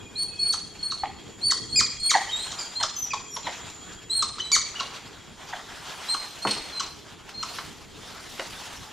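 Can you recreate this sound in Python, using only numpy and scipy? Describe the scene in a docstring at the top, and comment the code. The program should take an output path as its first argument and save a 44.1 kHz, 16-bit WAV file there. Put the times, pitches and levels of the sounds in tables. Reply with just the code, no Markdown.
"""Spider monkeys call in a forest: thin, arched whistles, and sharp, falling chirps and yaps.
Whistles are near-sines with two overtones; the rougher calls are harmonics with unsteady phase.
Trunks throw the calls back and a few damped noise bursts knock on wood and leaves.
Leaf-like noise and ticks swell as rustle or as a dull, blurred echo of calls;
insects and a far bird sound over airy, low noise."""
import sys
import numpy as np
from scipy import signal
from scipy.fft import rfft, irfft, next_fast_len
from scipy.io import wavfile
from scipy.ndimage import uniform_filter1d

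SR = 44100
rng = np.random.default_rng(int(sys.argv[2]) if len(sys.argv) > 2 else 0)


def to_wav(s):
    """Save 16-bit WAV."""
    ch = np.atleast_2d(s).T  # columns
    pcm = np.round(np.clip(ch, -1, 1) * 32767)  # PCM
    wavfile.write(sys.argv[1], SR, pcm.astype(np.int16))


N = 393372
EDGE_HZ = 15600  # upper band limit
CHIRP_MOUTH_HZ = 1197  # mouth resonance shared by chirps, squeals and yelps


def gain_of(db):
    """Decibels to amplitude."""
    return 10 ** (np.asarray(db) / 20)


def evened(x):
    """Scales to rms 1."""
    return x / np.sqrt(np.mean(x ** 2) + 1e-20)


def read(points, hz):
    """Reads a spectrum on a log-frequency axis."""
    f, value = np.transpose(points)
    return np.interp(np.log(hz + 1), np.log(f + 1), value)


def follow(rows, t):
    """Reads each column of a curve at the times t."""
    s, *columns = np.transpose(rows)
    return [np.interp(t, s, c) for c in columns]


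def add(mix, s, sound):
    """Mixes a sound in at time s."""
    part = mix[max(round(s * SR), 0):][:len(sound)]
    part += sound[:len(part)]


def wander(size, rate_hz):
    """Chance drift around zero: straight lines between random knots, two knots per cycle of the rate."""
    knots = rng.standard_normal(8192)
    return 1.69 * np.interp(np.arange(size) * 2 * rate_hz / SR, np.arange(len(knots)), knots)


def fade(t, rise, fall):
    """Straight fade-in and fade-out, in seconds."""
    return np.clip((t - t[0]) / rise, 0, 1) * np.clip((t[-1] - t) / fall, 0, 1)


def noise(spectrum, patchy_db):
    """Stereo noise of a given colour, with patches that drift in time and frequency."""
    # left-right likeness: f/Hz, correlation (0-1)
    likeness = [(30, 0.66), (80, 0.96), (160, 0.51), (350, 0.14), (800, 0.93), (2000, 0.9), (5000, 0.92),
                (9000, 0.44), (15000, 0.39)]
    frames, hz = N // 256 + 5, np.fft.rfftfreq(1024, 1 / SR)
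    a, b, c, d, patches = rng.standard_normal((5, frames, 513))
    patches = uniform_filter1d(patches, size=8, axis=0)
    patches = evened(uniform_filter1d(patches, size=14, axis=1))
    same = np.clip(read(likeness, hz), -1, 1)
    left = a + 1j * b
    right = same * left + np.sqrt(1 - same ** 2) * (c + 1j * d)
    z = np.array([left, right]) * gain_of(read(spectrum, hz) + patchy_db * patches)
    return evened(signal.istft(z.transpose(0, 2, 1), nperseg=1024, noverlap=768)[1][:, :N])


def air():
    """Steady, broad noise of the air, weighted to the lows."""
    # colour of the air: f/Hz, relative density/dB per Hz
    air_colour = [(12, -56), (20, 14.5), (85, 1.5), (109, 2), (180, 2.5), (282, -5), (324, -0.5), (404, 0),
                  (811, -2.5), (1500, -13.5), (2470, -8.5), (4070, -20), (6910, -26), (10500, -32),
                  (15500, -54)]
    return gain_of(-56.5) * noise(air_colour, patchy_db=4.0)


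def rumble(t):
    """Low noise whose level rises and sinks."""
    # colour of the rumble: f/Hz, relative density/dB per Hz
    rumble_colour = [(30, -31), (70, -3), (120, -6), (250, -8), (450, -7.5), (560, -29.5), (1500, -56)]
    # course of the rumble: t/s, level/dB
    rumble_level = [(0, -46.5), (1.4, -47.5), (1.8, -41.5), (1.92, -51.5), (4.5, -49), (5.3, -52),
                    (6.2, -52.5), (7.2, -50), (7.7, -48), (8.9, -51.5)]
    return gain_of(follow(rumble_level, t)[0]) * noise(rumble_colour, patchy_db=2.5)


def swelling(t):
    """Levels in dB of leaf-like noise and dry hiss: each swell builds up, then settles to a faint stir."""
    # swells of leaf-like noise, some of them the dull, blurred echo of calls:
    # t/s at the height, settling time/s, leaf-like noise/dB, dry hiss/dB
    swells = [(2.22, .2, -41, -70), (2.51, 0.32, -39.5, -53), (3.625, 0.33, -43.5, -76),
              (4.303, .4, -51, -72), (4.925, 0.35, -42.5, -69), (5.681, 0.41, -43.5, -55),
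              (5.93, 0.28, -41.5, -55), (6.102, 0.25, -44, -44.5), (6.39, 0.52, -43, -49.5),
              (6.732, 0.23, -43, -57), (7.557, 0.18, -42.5, -43.5), (8.118, 0.23, -45, -50),
              (8.338, 0.16, -44, -46.5), (8.6, 0.42, -42, -46)]
    rise_share = 0.71  # build-up time over settling time
    stir_db, dry_stir_db = -52, -64  # the stir between swells
    rustle, dry_hiss = gain_of(stir_db) ** 2, gain_of(dry_stir_db) ** 2
    for s, length, rustle_db, dry_db in swells:
        u = (t - s) / length
        power = np.exp(-2 * np.where(u < 0, (u / rise_share) ** 2, u))
        rustle = rustle + gain_of(rustle_db) ** 2 * power
        dry_hiss = dry_hiss + gain_of(dry_db) ** 2 * power
    return 10 * np.log10(rustle), 10 * np.log10(dry_hiss)


def leaf_noise(rustle_db, ticks_per_s=130, spread_db=1.0, ticks_db=-10):
    """Leaf-like rustle: a coloured noise wash with fine ticks of decaying noise."""
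    # colour of the leaf-like noise: f/Hz, relative density/dB per Hz
    leaf_colour = [(120, -32), (200, -4.5), (330, -5), (520, -5), (700, -1), (900, -0.5), (1400, -2),
                   (2200, -4.5), (3400, -3.5), (5000, -7.5), (7000, -11.5), (11000, -24.5), (15500, -32.5)]
    strength_db = spread_db * np.minimum(rng.exponential(1, (2, N)), 4)
    clicks = (rng.random((2, N)) < ticks_per_s / SR) * gain_of(strength_db)
    clicks = clicks + .5 * clicks[::-1]  # each side also reaches the other ear
    grain = rng.standard_normal(200) * np.exp(-np.arange(200) / 35)
    ticks = signal.oaconvolve(clicks, grain[None], axes=1)[:, :N]
    size = next_fast_len(N)
    colour = gain_of(read(leaf_colour, np.fft.rfftfreq(size, 1 / SR)))
    ticks = irfft(rfft(ticks, size) * colour, size)[:, :N]
    level_db = rustle_db + 1.53 * wander(N, 15)
    return gain_of(level_db) * (noise(leaf_colour, patchy_db=2.5) + gain_of(ticks_db) * evened(ticks))


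def dry_leaves(level_db):
    """Fine, flickering noise hiss of the nearest leaves."""
    # colour of dry leaves close by: f/Hz, relative density/dB per Hz
    fizz_colour = [(1500, -10), (3500, 0.5), (5500, 0.5), (8000, -6), (11000, -9), (15500, -18.5)]
    return gain_of(level_db + 1.1 * wander(N, 60)) * noise(fizz_colour, patchy_db=3.0)


def shrill(t, hz, width_hz):
    """An insect's narrow resonance, heard from all around: slow noise shifted up to its pitch."""
    b, a = signal.butter(2, width_hz / SR)
    i, q = signal.lfilter(b, a, rng.standard_normal((2, 2, N)))
    band = i * np.cos(2 * np.pi * hz * t) + q * np.sin(2 * np.pi * hz * t)
    return evened(band + 0.24 * band[::-1])


def insects(t):
    """A hissing cicada of narrow noise and a thin, wavering cricket tone that throbs unevenly."""
    # course of the insects: t/s, cicada level/dB, cricket level before its throbbing/dB
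    insect_levels = [(0, -55, -51.5), (1.2, -56, -53), (1.7, -47.5, -46.5), (2.5, -45.5, -46.5),
                     (3.9, -47.5, -52.5), (4.1, -55, -50.5), (5.4, -60.5, -58), (7.2, -63, -61),
                     (8.9, -59, -64)]
    throb_hz, throb_db = 14, 6.5
    cicada_db, cricket_db = follow(insect_levels, t)
    cicada = gain_of(cicada_db) * shrill(t, hz=7060, width_hz=360)
    phase = 2 * np.pi * np.cumsum(3283 + 14 * wander(N, 60)) / SR
    throb = np.sin(2 * np.pi * np.cumsum(throb_hz * (1 + 0.22 * wander(N, 6))) / SR)
    cricket_db = cricket_db + throb_db * (throb - .5) + 1.5 * wander(N, 8)
    # phase drifts separately in each ear
    tone = np.array([np.sin(phase + 0.28 * wander(N, 25)) for _ in range(2)])
    return cicada + gain_of(cricket_db) * tone


def whistle(s, length, first_hz, crest_hz, last_hz, db, swell_db, octave_db,
            jitter=0.0022, shimmer_db=1.5, overtone_shimmer_db=3.0, third_db=-24):
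    """A nearly pure, unsteady tone with two overtones; its pitch bends by a crest as it swells or dies."""
    crest, arch = 0.477, 2.067  # crest's place in the whistle (0-1); flatness of the arch's top
    bloom_s, bloom_db = 0.017, -8  # the overtones start this much weaker and come in over this time
    t = np.arange(0, length, 1 / SR)
    u = t / length
    end_hz = np.where(u < crest, first_hz, last_hz)
    from_crest = np.maximum(1 - u / crest, (u - crest) / (1 - crest))
    hz = crest_hz + (end_hz - crest_hz) * from_crest ** arch
    phase = 2 * np.pi * np.cumsum(hz * (1 + jitter * wander(len(t), 249))) / SR
    overtones = np.sin(2 * phase) + gain_of(third_db) * np.sin(3 * phase)
    overtone_db = octave_db + bloom_db * np.exp(-t / bloom_s) + overtone_shimmer_db * wander(len(t), 50)
    tone = np.sin(phase) + gain_of(overtone_db) * overtones
    level_db = db + swell_db * (u - .5) + shimmer_db * wander(len(t), 70.0)
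    return s, np.sqrt(2) * gain_of(level_db) * tone * fade(t, 0.0085, 0.0029)


def far_bird():
    """Two faint, sagging notes, made as soft whistles."""
    # bird notes: t/s, length/s, first f/Hz, crest f/Hz, last f/Hz, level/dB,
    # swell from start to end/dB, octave against the fundamental/dB
    bird_notes = [(0, .17, 2467, 2450, 2420, -53.5, 1, -30), (.28, 0.18, 2620, 2540, 2310, -53, -4, -30)]
    mix = np.zeros(N)
    for row in bird_notes:
        add(mix, *whistle(*row))
    return mix


def forest(x, near_db=-10, near_t60=0.13, far_db=-11):
    """Single echoes from near trunks, quick scatter from leaves, and a long tail from trees beyond."""
    # first trunk echoes: delay/s, level/dB
    trunks = [(0.0091, -10), (0.019, -11), (0.032, -15), (0.057, -19.5)]
    # colour of the far echoes: f/Hz, relative level/dB
    tail_colour = [(500, -5.5), (720, -5), (870, -5), (1020, -0.5), (1200, 3), (1500, -14.5), (1850, 4.5),
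                   (3000, 1), (4500, 4), (5700, 2.5), (7000, 0), (8800, 1.5), (14000, -16)]
    # decay of the far echoes: f/Hz, t60/s
    tail_t60 = [(200, 0.72), (900, 0.58), (2000, 0.82), (4500, 0.66), (8000, 0.68), (14000, 0.14)]
    # echoes, side against middle: f/Hz, level/dB
    spread = [(500, -26), (2000, -12.5), (4500, -8), (6500, -5), (8500, 0.5), (14000, 9)]
    taps = rng.standard_normal((2, SR)) * (rng.random((2, SR)) < 500 / SR)  # 500 far echoes a second
    hz, t, z = signal.stft(taps, SR, nperseg=256)
    tail_db = read(tail_colour, hz)[:, None] - 60 * t / read(tail_t60, hz)[:, None]
    far = signal.istft(z * gain_of(tail_db), SR, nperseg=256)[1][:, :SR]
    t = np.arange(SR) / SR
    far *= np.clip(t / 0.029, 0, 1)
    near = rng.standard_normal((2, SR)) * gain_of(-60 * t / near_t60) * (t > .003)
    far *= gain_of(far_db) / np.linalg.norm(far[0])
    near *= gain_of(near_db) / np.linalg.norm(near[0])
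    mid, side = far + near
    for delay, db in trunks:
        mid[round(delay * SR)] += gain_of(db)
    # close microphones differ most in the treble
    side = irfft(rfft(side) * gain_of(read(spread, np.fft.rfftfreq(SR, 1 / SR))), SR)
    return signal.fftconvolve(x[None], np.array([mid + side, mid - side]), axes=1)[:, :N]


def whistles():
    """The monkeys' thin whistles and short squeaks: near-sines with a bent pitch."""
    # whistles: t/s, length/s, first f/Hz, crest f/Hz, last f/Hz, level before the 1.5 dB trim below/dB,
    # swell from start to end/dB, octave against the fundamental/dB
    whistle_rows = [(0.153, .085, 3860, 4390, 4410, -27, 10.5, -13),
                    (0.389, 0.13, 4330, 4389, 4460, -23.5, 1, -14),
                    (0.787, 0.033, 4340, 4356, 4310, -38.5, -3, -15),
                    (0.826, 0.087, 4317, 4360, 4400, -29.5, -14, -10.5),
                    (0.936, 0.044, 4370, 4362, 4350, -33.5, -4, -19),
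                    (1.409, .022, 4080, 4166, 4210, -38, -2, -14),
                    (1.427, .083, 4334, 4520, 4365, -22, 3.5, -13),
                    (1.693, .036, 4140, 4210, 4340, -41, 2, -6),
                    (1.722, 0.042, 4286, 4385, 4440, -25.5, 1, -10.5),
                    (1.993, 0.095, 4150, 4327, 4351, -27.5, 17, -10),
                    (2.287, 0.029, 2920, 3130, 3320, -35, -4, -18),
                    (2.315, 0.066, 3860, 3714, 3930, -29, -4, -7.5),
                    (2.388, 0.069, 3900, 4130, 4350, -34, 1, -5.5),
                    (2.753, 0.066, 4010, 4213, 4220, -30.5, -3, -13),
                    (2.959, 0.098, 6110, 6110, 5730, -30, 2.5, -20),
                    (3.305, 0.054, 5640, 5710, 5400, -39, 9, -17.5),
                    (3.437, 0.038, 4240, 4050, 2950, -38.5, 6, -27),
                    (4.096, .126, 3830, 4276, 3977, -26.5, -1.5, -8),
                    (4.397, .017, 2930, 3043, 3120, -24, 0, -7.5),
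                    (4.414, 0.12, 4070, 3944, 3950, -39, -5, -16),
                    (4.752, 0.0207, 2600, 2910, 3050, -29.5, -2, -16),
                    (4.79, .013, 2980, 2840, 2600, -26.5, 0, -13),
                    (6.083, 0.062, 3830, 4196, 4134, -23.5, -5, -8.5),
                    (6.415, 0.11, 4150, 4345, 4257, -30.5, 9.5, -10),
                    (6.72, 0.069, 4230, 4110, 4060, -35.5, 9, -19),
                    (7.337, .092, 4140, 4230, 4140, -38, 4, -27)]
    mix = np.zeros(N)
    for row in whistle_rows:
        add(mix, *whistle(*row))
    return gain_of(-1.5) * mix


def throat_call(s, length, first_hz, last_hz, lateness, mouth_hz, low_db, high_db, tilt_db, rough,
                jitter=0.078, shimmer_db=5, mouth_db=10, mouth_width_hz=130, notch_db=7,
                rasp=0.63, settle=0.607):
    """Harmonics glide and roughen; the fundamental flares as it crosses the mouth's resonance."""
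    # throat colour of the overtones: f/Hz, relative level/dB
    throat = [(1400, -11), (1900, -3.5), (2500, -12), (3200, 4), (4000, 2.5), (4900, 5), (5500, 3.5),
              (6000, 6), (6900, 4.5), (7900, -0.5), (9500, -17.5), (11500, -19.5), (15000, -59)]
    t = np.arange(0, length, 1 / SR)
    glide = (t / length) ** lateness
    glide += settle * glide * (1 - glide)  # the glide slows near its end
    unrest = rough * (0.17 + 1.71 * glide)
    hz = (first_hz + (last_hz - first_hz) * glide) * (1 + jitter * unrest * wander(len(t), 852))
    phase = 2 * np.pi * np.cumsum(hz) / SR
    overtones = np.zeros(len(t))
    for k in range(2, 14):
        smear = rasp * k * unrest * wander(len(t), 500.0)  # uneven cycles blur the high harmonics most
        level_db = tilt_db * np.log2(k) + shimmer_db * np.sqrt(unrest) * wander(len(t), 221.5)
        harmonic = np.sin(k * phase + smear + rng.uniform(0, 2 * np.pi))
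        overtones += gain_of(level_db) * (k * hz < EDGE_HZ) * harmonic
    throat_gain = gain_of(read(throat, np.fft.rfftfreq(8192, 1 / SR)))
    overtones = irfft(rfft(overtones, 8192) * throat_gain)[:len(t)]
    # the effort arches and gives out along the glide
    overtones *= gain_of(4.2 * np.sin(np.pi * t / length) - 9.4 * glide)
    flare = mouth_db / (1 + ((hz - mouth_hz) / mouth_width_hz) ** 2)
    hollow = notch_db / (1 + ((hz - 1560) / 170) ** 2)  # valley above the mouth's resonance
    fundamental = np.sin(phase) * gain_of(flare - hollow)
    voice = gain_of(low_db) * evened(fundamental) + gain_of(high_db) * evened(overtones)
    return s, voice * fade(t, 0.0017, 0.0032)


def squeals():
    """Throat calls whose pitch only sags."""
    # squeals: t/s, length/s, first f/Hz, fundamental/dB, overtones/dB, overtone tilt/dB per octave
    squeal_rows = [(.23, .009, 2050, -58, -42, -12), (.525, 0.0083, 2050, -59, -27.5, -6),
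                   (0.908, 0.0163, 2067, -63, -33.5, -29), (2.587, 0.052, 2477, -49.5, -34, -5),
                   (3.106, 0.0236, 2560, -33, -42, -23)]
    mix = np.zeros(N)
    for s, length, hz, low_db, high_db, tilt_db in squeal_rows:
        add(mix, *throat_call(s, length, hz, hz * 0.93, 0.96, CHIRP_MOUTH_HZ,
                              low_db, high_db, tilt_db, rough=0.21))
    return mix


def chirps():
    """Sharp throat calls that plunge to one pitch; longer ones hold longer before the plunge."""
    # chirps: t/s, length/s, first f/Hz, fundamental/dB, overtones/dB, overtone tilt/dB per octave,
    # roughness (0-1)
    chirp_rows = [(.532, 0.016, 1735, -33.5, -29.5, 1, .5), (.917, .011, 1788, -33, -36, -2, 0.25),
                  (1.507, .02, 2070, -29, -24, -0.5, 0.44), (1.758, 0.059, 2462, -28.5, -19, -2.5, .22),
                  (2.094, .027, 2382, -26.5, -20.5, 2, 0.3), (2.514, 0.018, 2146, -42, -35, -6, 0.49),
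                  (2.827, .016, 1896, -26, -23.5, -2, 0.61), (4.222, 0.013, 1464, -25, -25.5, -2, 0.25),
                  (4.516, 0.0065, 1330, -31.5, -20, 0.5, 0.58), (4.521, .049, 2307, -27.5, -19, -1.5, 0.27),
                  (4.798, 0.019, 1486, -30, -31.5, -9, .65), (6.141, .014, 1640, -28, -34.5, -10, .53),
                  (6.796, 0.018, 1640, -30.5, -29, -3.5, 0.47), (7.427, .013, 1547, -30.5, -31, -6, 0.33)]
    end_hz, plunge_s = 1007, .0115
    mix = np.zeros(N)
    for s, length, hz, low_db, high_db, tilt_db, rough in chirp_rows:
        lateness = max(length / plunge_s, 1)
        add(mix, *throat_call(s, length, hz, end_hz, lateness, CHIRP_MOUTH_HZ,
                              low_db, high_db, tilt_db, rough))
    return mix


def yaps():
    """Low, hoarse, falling throat calls; the mouth's resonance scales with the first pitch."""
    # yaps: t/s, length/s, first f/Hz, fundamental/dB, overtones/dB, overtone tilt/dB per octave,
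    # roughness (0 is smooth, about 1 is hoarsest)
    yap_rows = [(1.034, 0.01, 1014, -21.5, -38.5, -26, 0.56), (1.042, 0.02, 903, -46, -40.5, -24, 1.12),
                (2.137, 0.019, 1183, -28, -25, -32, 0.35), (2.15, 0.015, 1010, -16, -23, -17.5, 0.37),
                (2.798, .035, 1058, -35, -37, -17, 0.9), (2.837, 0.017, 793, -38.5, -38, -16, 0.74),
                (3.133, 0.0151, 1261, -26, -32, -4.5, 0.54), (3.362, 0.018, 1170, -35, -36, -7, 0.97),
                (3.467, 0.0162, 1090, -29.5, -32.5, -22, 0.63), (3.484, 0.017, 754, -38.5, -43, -15, 1.1),
                (5.528, .021, 1000, -34, -35, -39, 0.74), (7.584, 0.011, 1258, -39, -35.5, -19, .9)]
    last_ratio, mouth_ratio = .69, 0.834  # last pitch and mouth resonance over first pitch
    mix = np.zeros(N)
    for s, length, hz, low_db, high_db, tilt_db, rough in yap_rows:
        add(mix, *throat_call(s, length, hz, hz * last_ratio, 0.99, hz * mouth_ratio,
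                              low_db, high_db, tilt_db, rough))
    return mix


def knock(s, db, centre_hz, octaves, decay):
    """A short, damped noise burst in one broad resonance."""
    t, hz = np.arange(8192) / SR, np.fft.rfftfreq(8192, 1 / SR)
    colour = np.exp(-.5 * (np.log2((hz + 1) / centre_hz) / octaves) ** 2)
    burst = evened(irfft(colour * rfft(rng.standard_normal(len(t)))))
    return s, gain_of(db) * burst * np.exp(-t / decay) * fade(t, 0.00046, 0.028)


def knocks():
    """Knocks on wood and leaves, several of them built from overlapping damped bursts."""
    # bursts: t/s, level before decay/dB, centre f/Hz, width/octaves, decay/s
    knock_rows = [(6.4511, -19, 1100, 0.35, 0.0064), (6.455, -26.5, 297, 1.12, 0.036),
                  (6.463, -38, 930, 1, 0.011), (6.471, -21, 1700, 1.02, 0.0083),
                  (6.485, -33.5, 3200, 0.81, 0.081), (6.509, -23, 4100, 0.53, 0.0068),
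                  (6.518, -24.5, 1300, 0.15, 0.0037), (6.565, -36.5, 510, 1.2, 0.023),
                  (3.7, -39, 5000, 0.55, 0.0036), (7.291, -39, 1750, 1.26, 0.0093),
                  (8.396, -19.5, 1530, 0.93, 0.0024), (8.40, -32, 596, 0.16, 0.013),
                  (8.392, -37.5, 304, 0.41, .015), (7.586, -27.5, 1400, 0.37, 0.0076)]
    mix = np.zeros(N)
    for row in knock_rows:
        add(mix, *knock(*row))
    return mix


def yelps():
    """Rough throat calls that glide upward into the low whistles."""
    # yelps: t/s, length/s, fundamental/dB, overtones/dB
    yelp_rows = [(4.382, .025, -39.5, -40), (4.743, 0.0157, -44, -50)]
    from_hz, to_hz = 1090, 1954
    mix = np.zeros(N)
    for s, length, low_db, high_db in yelp_rows:
        add(mix, *throat_call(s, length, from_hz, to_hz, 1, CHIRP_MOUTH_HZ,
                              low_db, high_db, tilt_db=-10, rough=0.46))
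    return mix


def scene():
    """Calls and knocks straight ahead, the forest all around."""
    t = np.arange(N) / SR
    rustle_db, dry_db = swelling(t)
    around = air() + rumble(t) + leaf_noise(rustle_db) + dry_leaves(dry_db) + insects(t)
    monkeys = whistles() + squeals() + chirps() + yaps() + yelps()
    ahead = far_bird() + monkeys + knocks()
    return ahead + forest(ahead) + around


def record(dry):
    """The recorder's band limit: a steep low-pass."""
    low_pass = signal.firwin(511, EDGE_HZ, window=("kaiser", 9), fs=SR)
    return signal.oaconvolve(dry, low_pass[None], "same")


dry = scene()
out = record(dry)
to_wav(out)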